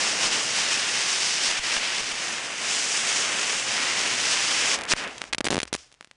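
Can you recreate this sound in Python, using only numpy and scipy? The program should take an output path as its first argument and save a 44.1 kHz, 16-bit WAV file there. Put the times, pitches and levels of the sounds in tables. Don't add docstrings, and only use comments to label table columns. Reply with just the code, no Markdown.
import sys
import numpy as np
from scipy import signal
from scipy.fft import rfft, irfft
from scipy.io import wavfile

SR = 44100
rng = np.random.default_rng(int(sys.argv[2]) if len(sys.argv) > 2 else 0)


def to_wav(s):
    ch = np.atleast_2d(s).T
    pcm = np.round(np.clip(ch, -1, 1) * 32767)
    wavfile.write(sys.argv[1], SR, pcm.astype(np.int16))


N = 271638
TIME = np.arange(N) / SR


def from_db(db):
    return 10 ** (np.asarray(db) / 20)


def rms_one(x):
    return x / np.sqrt(np.mean(x ** 2) + 1e-20)


def one_ms(x):
    return x / np.sqrt(np.sum(x ** 2) * 1000 / SR + 1e-20)


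def at_times(rows, t):
    seconds, *columns = np.transpose(rows)
    return [np.interp(t, seconds, column) for column in columns]


def at_hz(rows, hz):
    row_hz, db = np.transpose(rows)
    return np.interp(np.log(hz), np.log(row_hz), db)


def band(x, low_hz, high_hz, order=1):
    edges = np.clip([low_hz, high_hz], 10, .45 * SR)
    return signal.sosfilt(signal.butter(order, edges, "band", fs=SR, output="sos"), x)


def drift(rate):
    step = 40
    memory = np.exp(-2 * np.pi * rate * step / SR)
    noise = rng.standard_normal(N // step + 2002)
    slow = signal.lfilter([1], [1, -2 * memory, memory ** 2], noise)[2000:]
    return np.interp(np.arange(N) / step, np.arange(len(slow)), rms_one(slow))


def add(out, start, sound):
    i = int(np.clip(round(start * SR), 0, N - 1))
    out[i:i + len(sound)] += sound[:N - i]


# frequency in Hz, relative level in dB.
AIR_TONE = [(25, 6), (60, -7), (200, -1), (1000, -5), (5000, -10), (10000, -23.5)]


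def night_air(level_db=-71):
    hz = np.maximum(np.arange(N // 2 + 1) * SR / N, 1)
    spectrum = rfft(rng.standard_normal(N)) * from_db(at_hz(AIR_TONE, hz))
    return from_db(level_db) * rms_one(irfft(spectrum, N))


# time in seconds, level in dB.
HUM_LEVELS = [(0, -58), (2.4, -63.5), (4.6, -57.5), (5.9, -80)]


def hum(pitch_hz=124, spread_hz=9):
    noise = band(rng.standard_normal(N), pitch_hz - spread_hz, pitch_hz + spread_hz, order=2)
    return from_db(at_times(HUM_LEVELS, TIME)[0]) * rms_one(noise)


# time in seconds, level in dB.
RUMBLE_LEVELS = [(0, -75), (3.9, -71), (4.3, -62), (5.25, -64), (5.48, -53), (5.78, -62), (6.0, -81)]


def air_rumble():
    noise = band(rng.standard_normal(N), low_hz=42, high_hz=72, order=2)
    return from_db(at_times(RUMBLE_LEVELS, TIME)[0]) * rms_one(noise)


# start in seconds, peak of the thump in dB before
# filtering, # dip of the hiss in dB (below zero, the hiss rises instead).
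LOW_THUMPS = [(0.252, -42, -2), (0.267, -43, 0.5), (1.081, -51, -0.5), (1.487, -42, -2), (1.594, -37, 6.5),
              (1.769, -39, 1.5), (2.009, -43, 3.5), (2.127, -46, 3), (3.562, -47, 1), (4.936, -36, 21.5)]


def low_thumps(rise_s=0.0024, fall_s=0.016, recover_s=0.034):
    t = np.arange(SR // 4) / SR
    onset = 1 - np.exp(-t / rise_s)
    push = onset * np.exp(-t / fall_s)
    sag = onset * np.exp(-t / recover_s)
    thumps, dip_db = np.zeros(N), np.zeros(N)
    for start, push_db, depth_db in LOW_THUMPS:
        add(thumps, start, -from_db(push_db) * push / push.max())
        add(dip_db, start, depth_db * sag / sag.max())
    return band(thumps + 1e-18, low_hz=16, high_hz=400), from_db(-dip_db)


def sparks(per_s, spread_db):
    sizes = from_db(spread_db * np.minimum(rng.exponential(1, N), 4))
    snaps = rms_one(sizes * rng.choice([-1, 1], N))
    chance = per_s / SR
    return snaps * (rng.random(N) < chance) / np.sqrt(chance)


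# start in seconds, end in seconds, starting level in dB.
SPUTTER_SPELLS = [(4.76, 5.3, -45), (5.77, 6.15, -64.5)]


def sputter(fade_db_per_s=12):
    level = np.zeros(N)
    for start, end, db in SPUTTER_SPELLS:
        during = (TIME > start) & (TIME < end)
        level[during] += from_db(db - fade_db_per_s * (TIME[during] - start))
    crackle = band(sparks(per_s=240, spread_db=7.5), low_hz=700, high_hz=4000)
    return level * rms_one(crackle)


# time in seconds, hiss level in dB,
# then low roar and treble, both in dB compared with the hiss.
STEADY_BURN = [(0, -29, -7.5, -1.5), (0.48, -33.5, -7.5, 1.5), (0.58, -27.0, -10.5, 0.5),
               (0.85, -28.5, -12.5, -3.5), (1.25, -30, -10.5, 4.5), (1.5, -29.5, -12.0, -3),
               (1.6, -28.5, -13, -3), (1.9, -28.0, -13, -3), (2.05, -31.5, -9.5, -0.5),
               (2.57, -33.5, -9.5, -4.5), (2.7, -30.5, -10.5, 2.5), (3.45, -28.5, -9.5, -1),
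               (3.65, -31.5, -9, 1), (3.8, -26.5, -11, -3.5), (4.15, -28.5, -10.5, -1),
               (4.62, -26.5, -12, -0.5), (4.75, -27, -8.5, 1)]
DYING_BURN = [(4.77, -35, -1, -7), (4.88, -38, -6, -37), (4.945, -24.5, -11, -14), (4.975, -27.5, -10, -3),
              (5.07, -32.5, -4.5, -20), (5.12, -44, -2.5, -7.5), (5.29, -51, -2, -2),
              (5.35, -71.5, 10, -38), (5.62, -58.5, -3, -26), (6.16, -80, -6, 1)]
# time of the peak in seconds, rise and fall in seconds,
# hiss level in dB, treble in dB compared with the hiss.
POWDER_SPURTS = [(0.08, 0.079, 0.06, -32.5, 2), (0.25, 0.045, 0.03, -26.5, 2.5),
                 (0.335, 0.023, 0.099, -27, 1.5), (1.46, 0.05, 0.036, -35.5, 8.5),
                 (1.755, 0.053, 0.024, -32.5, 0.5), (2.73, 0.014, 0.012, -48, 12),
                 (3.217, 0.014, .02, -33, 6), (4.33, 0.021, .04, -41, 9), (4.918, 0.024, 0.011, -28.5, 6),
                 (5.68, 0.0072, 0.0067, -49, 4), (5.781, 0.0057, 0.059, -55, 5)]


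def burn(t, spurt_roar_db=-7):
    hiss_db, roar_db, treble_db = at_times(list(STEADY_BURN) + list(DYING_BURN), t)
    power = from_db([hiss_db, hiss_db + roar_db, hiss_db + treble_db]) ** 2
    for peak_s, rise_s, fall_s, db, bright_db in POWDER_SPURTS:
        age = t - peak_s
        swell = np.exp(-np.where(age < 0, (age / rise_s) ** 2, age / fall_s))
        peaks = from_db([db, db + spurt_roar_db, db + bright_db])
        power += np.outer(peaks, swell) ** 2
    return 10 * np.log10(power)


def turbulence(spark_db=-4.5, flutter_db=0.65):
    rush = rng.standard_normal(N) + from_db(spark_db) * sparks(per_s=2200, spread_db=4.0)
    return rms_one(rush * from_db(flutter_db * drift(rate=22)))


# time in seconds, frequency in Hz that it wanders around.
NOZZLE_PITCH = [(0.0, 5580), (1.19, 5520), (1.84, 5160), (3.15, 6600), (3.94, 5670), (4.75, 5560)]


def nozzle(hz, t, brightness_db, width_octaves=0.39, wander_octaves=0.033):
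    wander = wander_octaves * np.interp(t, TIME, drift(rate=3))
    centre_hz = at_times(NOZZLE_PITCH, t)[0] * 2 ** wander
    octaves_away = np.log2(hz[:, None] / centre_hz)
    boost_db = np.maximum(6.0 + 0.082 * brightness_db, 0)
    return boost_db * np.exp(-.5 * (octaves_away / width_octaves) ** 2)


# frequency in Hz, relative level in dB.
JET_TONE = [(25, -23.5), (50, -30), (100, -27.5), (170, -8), (240, -7), (600, -5), (1300, -2), (1900, 2),
            (2900, 2.5), (4200, -6), (5000, -5), (8000, -8.5), (10000, -13.5)]


def jet(roar_trim_db=-0.6, treble_trim_db=0.36, flicker_db=0.9):
    slicing = dict(fs=SR, nperseg=512, noverlap=384, nfft=1024)
    hz, t, slices = signal.stft(turbulence(), **slicing)
    hz = np.maximum(hz, 1)
    hiss_db, roar_db, treble_db = burn(t)
    brightness_db = treble_db - hiss_db + flicker_db * np.interp(t, TIME, drift(rate=6.5))
    tone = from_db(at_hz(JET_TONE, hz)[:, None] + nozzle(hz, t, brightness_db))
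    ranges_hz = [(150, 900), (1200, 3800), (4500, 10000)]
    centres_hz = [600, 2200, 5200]
    shares_db = [roar_db - hiss_db + roar_trim_db, 0, brightness_db + treble_trim_db]
    lift_db = np.zeros_like(tone)
    for (low, high), share_db, this_range in zip(ranges_hz, shares_db, np.eye(3)):
        power = np.sum(tone[(hz > low) & (hz < high)] ** 2, axis=0) / len(hz)
        blend = np.interp(np.log(hz), np.log(centres_hz), this_range)
        lift_db += np.outer(blend, share_db - 10 * np.log10(power))
    _, shaped = signal.istft(slices * tone * from_db(lift_db), **slicing)
    return shaped[:N] * from_db(np.interp(TIME, t, hiss_db))


# start in seconds, then the levels of crack, thud and sizzle in dB,
# before the trims below are added.
PELLET_BURSTS = [(1.7673, -12, -27, -33), (4.79, -26, -38, -42), (4.8357, -26, -40, -26),
                 (4.8529, -23, -37, -42), (4.9187, -8, -39, -31), (4.9256, -8, -30, -15),
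                 (4.9361, -1.5, -16, -30), (5.1806, -29.5, -46, -29), (5.2174, -14.5, -33, -30.5),
                 (5.2399, -25, -35, -55), (5.3283, -15, -40, -30), (5.332, -9, -34, -19),
                 (5.3344, -12.5, -34, -27), (5.3474, -11.5, -27, -26), (5.3829, -16, -24.5, -20.5),
                 (5.4065, -21, -16, -29), (5.41, -16.5, -20, -44), (5.4438, -33, -21, -19),
                 (5.4527, -23, -19, -19), (5.4558, -29, -31, -22), (5.4613, -28, -40, -25),
                 (5.4672, -8.5, -23, -30), (5.4709, -13, -26, -27), (5.4733, -23, -17, -32),
                 (5.485, -13, -28, -33), (5.5047, -19, -15, -16.5), (5.51, -22, -26, -27),
                 (5.5136, -28, -15.5, -24), (5.5212, -24, -18.5, -22), (5.5281, -16, -12.5, -37),
                 (5.5334, -31, -18, -30), (5.538, -25, -31, -27), (5.5428, -25, -39, -20),
                 (5.5463, -29, -14, -43), (5.557, -21, -17, -35), (5.5679, -19, -13.5, -28),
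                 (5.5782, -32, -25, -35), (5.5799, -30, -10.5, -35), (5.5892, -16, -36, -29),
                 (5.6025, -12.5, -40, -26.5), (5.6172, -22, -43, -33), (5.631, -18, -20, -17.5),
                 (5.654, -31, -39, -59), (5.6777, -31.5, -51, -53), (5.7284, -29, -17, -17),
                 (5.738, -27, -43, -17), (5.7452, -16.5, -43, -37), (5.7499, -25, -19, -21),
                 (5.7613, -29.5, -49, -30), (5.925, -46, -54, -45), (6.0097, -28, -42, -58),
                 (6.0267, -39, -60, -62), (6.046, -34, -53, -46), (6.0735, -47, -51, -56),
                 (6.1127, -33.5, -55, -51)]


def pellets(crack_trim_db=-5.6, thud_trim_db=-1.3, sizzle_trim_db=-0.6,
            sizzle_rise_s=0.00052, sizzle_fall_s=0.0021, db_per_octave=28):
    t = np.arange(SR // 40) / SR
    shock, out = signal.unit_impulse(len(t)), np.zeros(N)
    knock = from_db(-10) * one_ms(band(shock, 720 / 1.7, 720 * 1.7))
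    sizzle_shape = np.exp(-t / sizzle_fall_s) * (1 - np.exp(-t / sizzle_rise_s))
    fragments = rng.standard_normal((len(PELLET_BURSTS), len(t))) * sizzle_shape
    for (start, crack_db, thud_db, sizzle_db), grit in zip(PELLET_BURSTS, fragments):
        crack_hz = 2970 * 2 ** ((sizzle_db - max(crack_db, thud_db)) / db_per_octave)
        crack = one_ms(band(shock, crack_hz / 1.53, crack_hz * 1.53)) + knock
        smallness = rng.uniform(.85, 1.2)
        thud = one_ms(band(shock, 160 * smallness, 490 * smallness))
        sizzle_hz = 1.1 * crack_hz
        sizzle = one_ms(band(grit, sizzle_hz / 2.2, sizzle_hz * 2.2))
        add(out, start, from_db(crack_db + crack_trim_db) * crack)
        add(out, start, from_db(thud_db + thud_trim_db) * thud)
        add(out, start, from_db(sizzle_db + sizzle_trim_db) * sizzle)
    return out


def scene():
    thumps, hiss_volume = low_thumps()
    sound = jet() * hiss_volume + sputter() + pellets() + thumps + air_rumble() + hum() + night_air()
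    return np.array([sound, sound])


def record(dry):
    ceiling, cutoff_hz = .48, 10100
    rounded = dry / (1 + (dry / ceiling) ** 4) ** (1 / 4)
    treble_cut = signal.ellip(12, .1, 80, cutoff_hz, fs=SR, output="sos")
    return signal.sosfilt(treble_cut, rounded)


dry = scene()
out = record(dry)
to_wav(out)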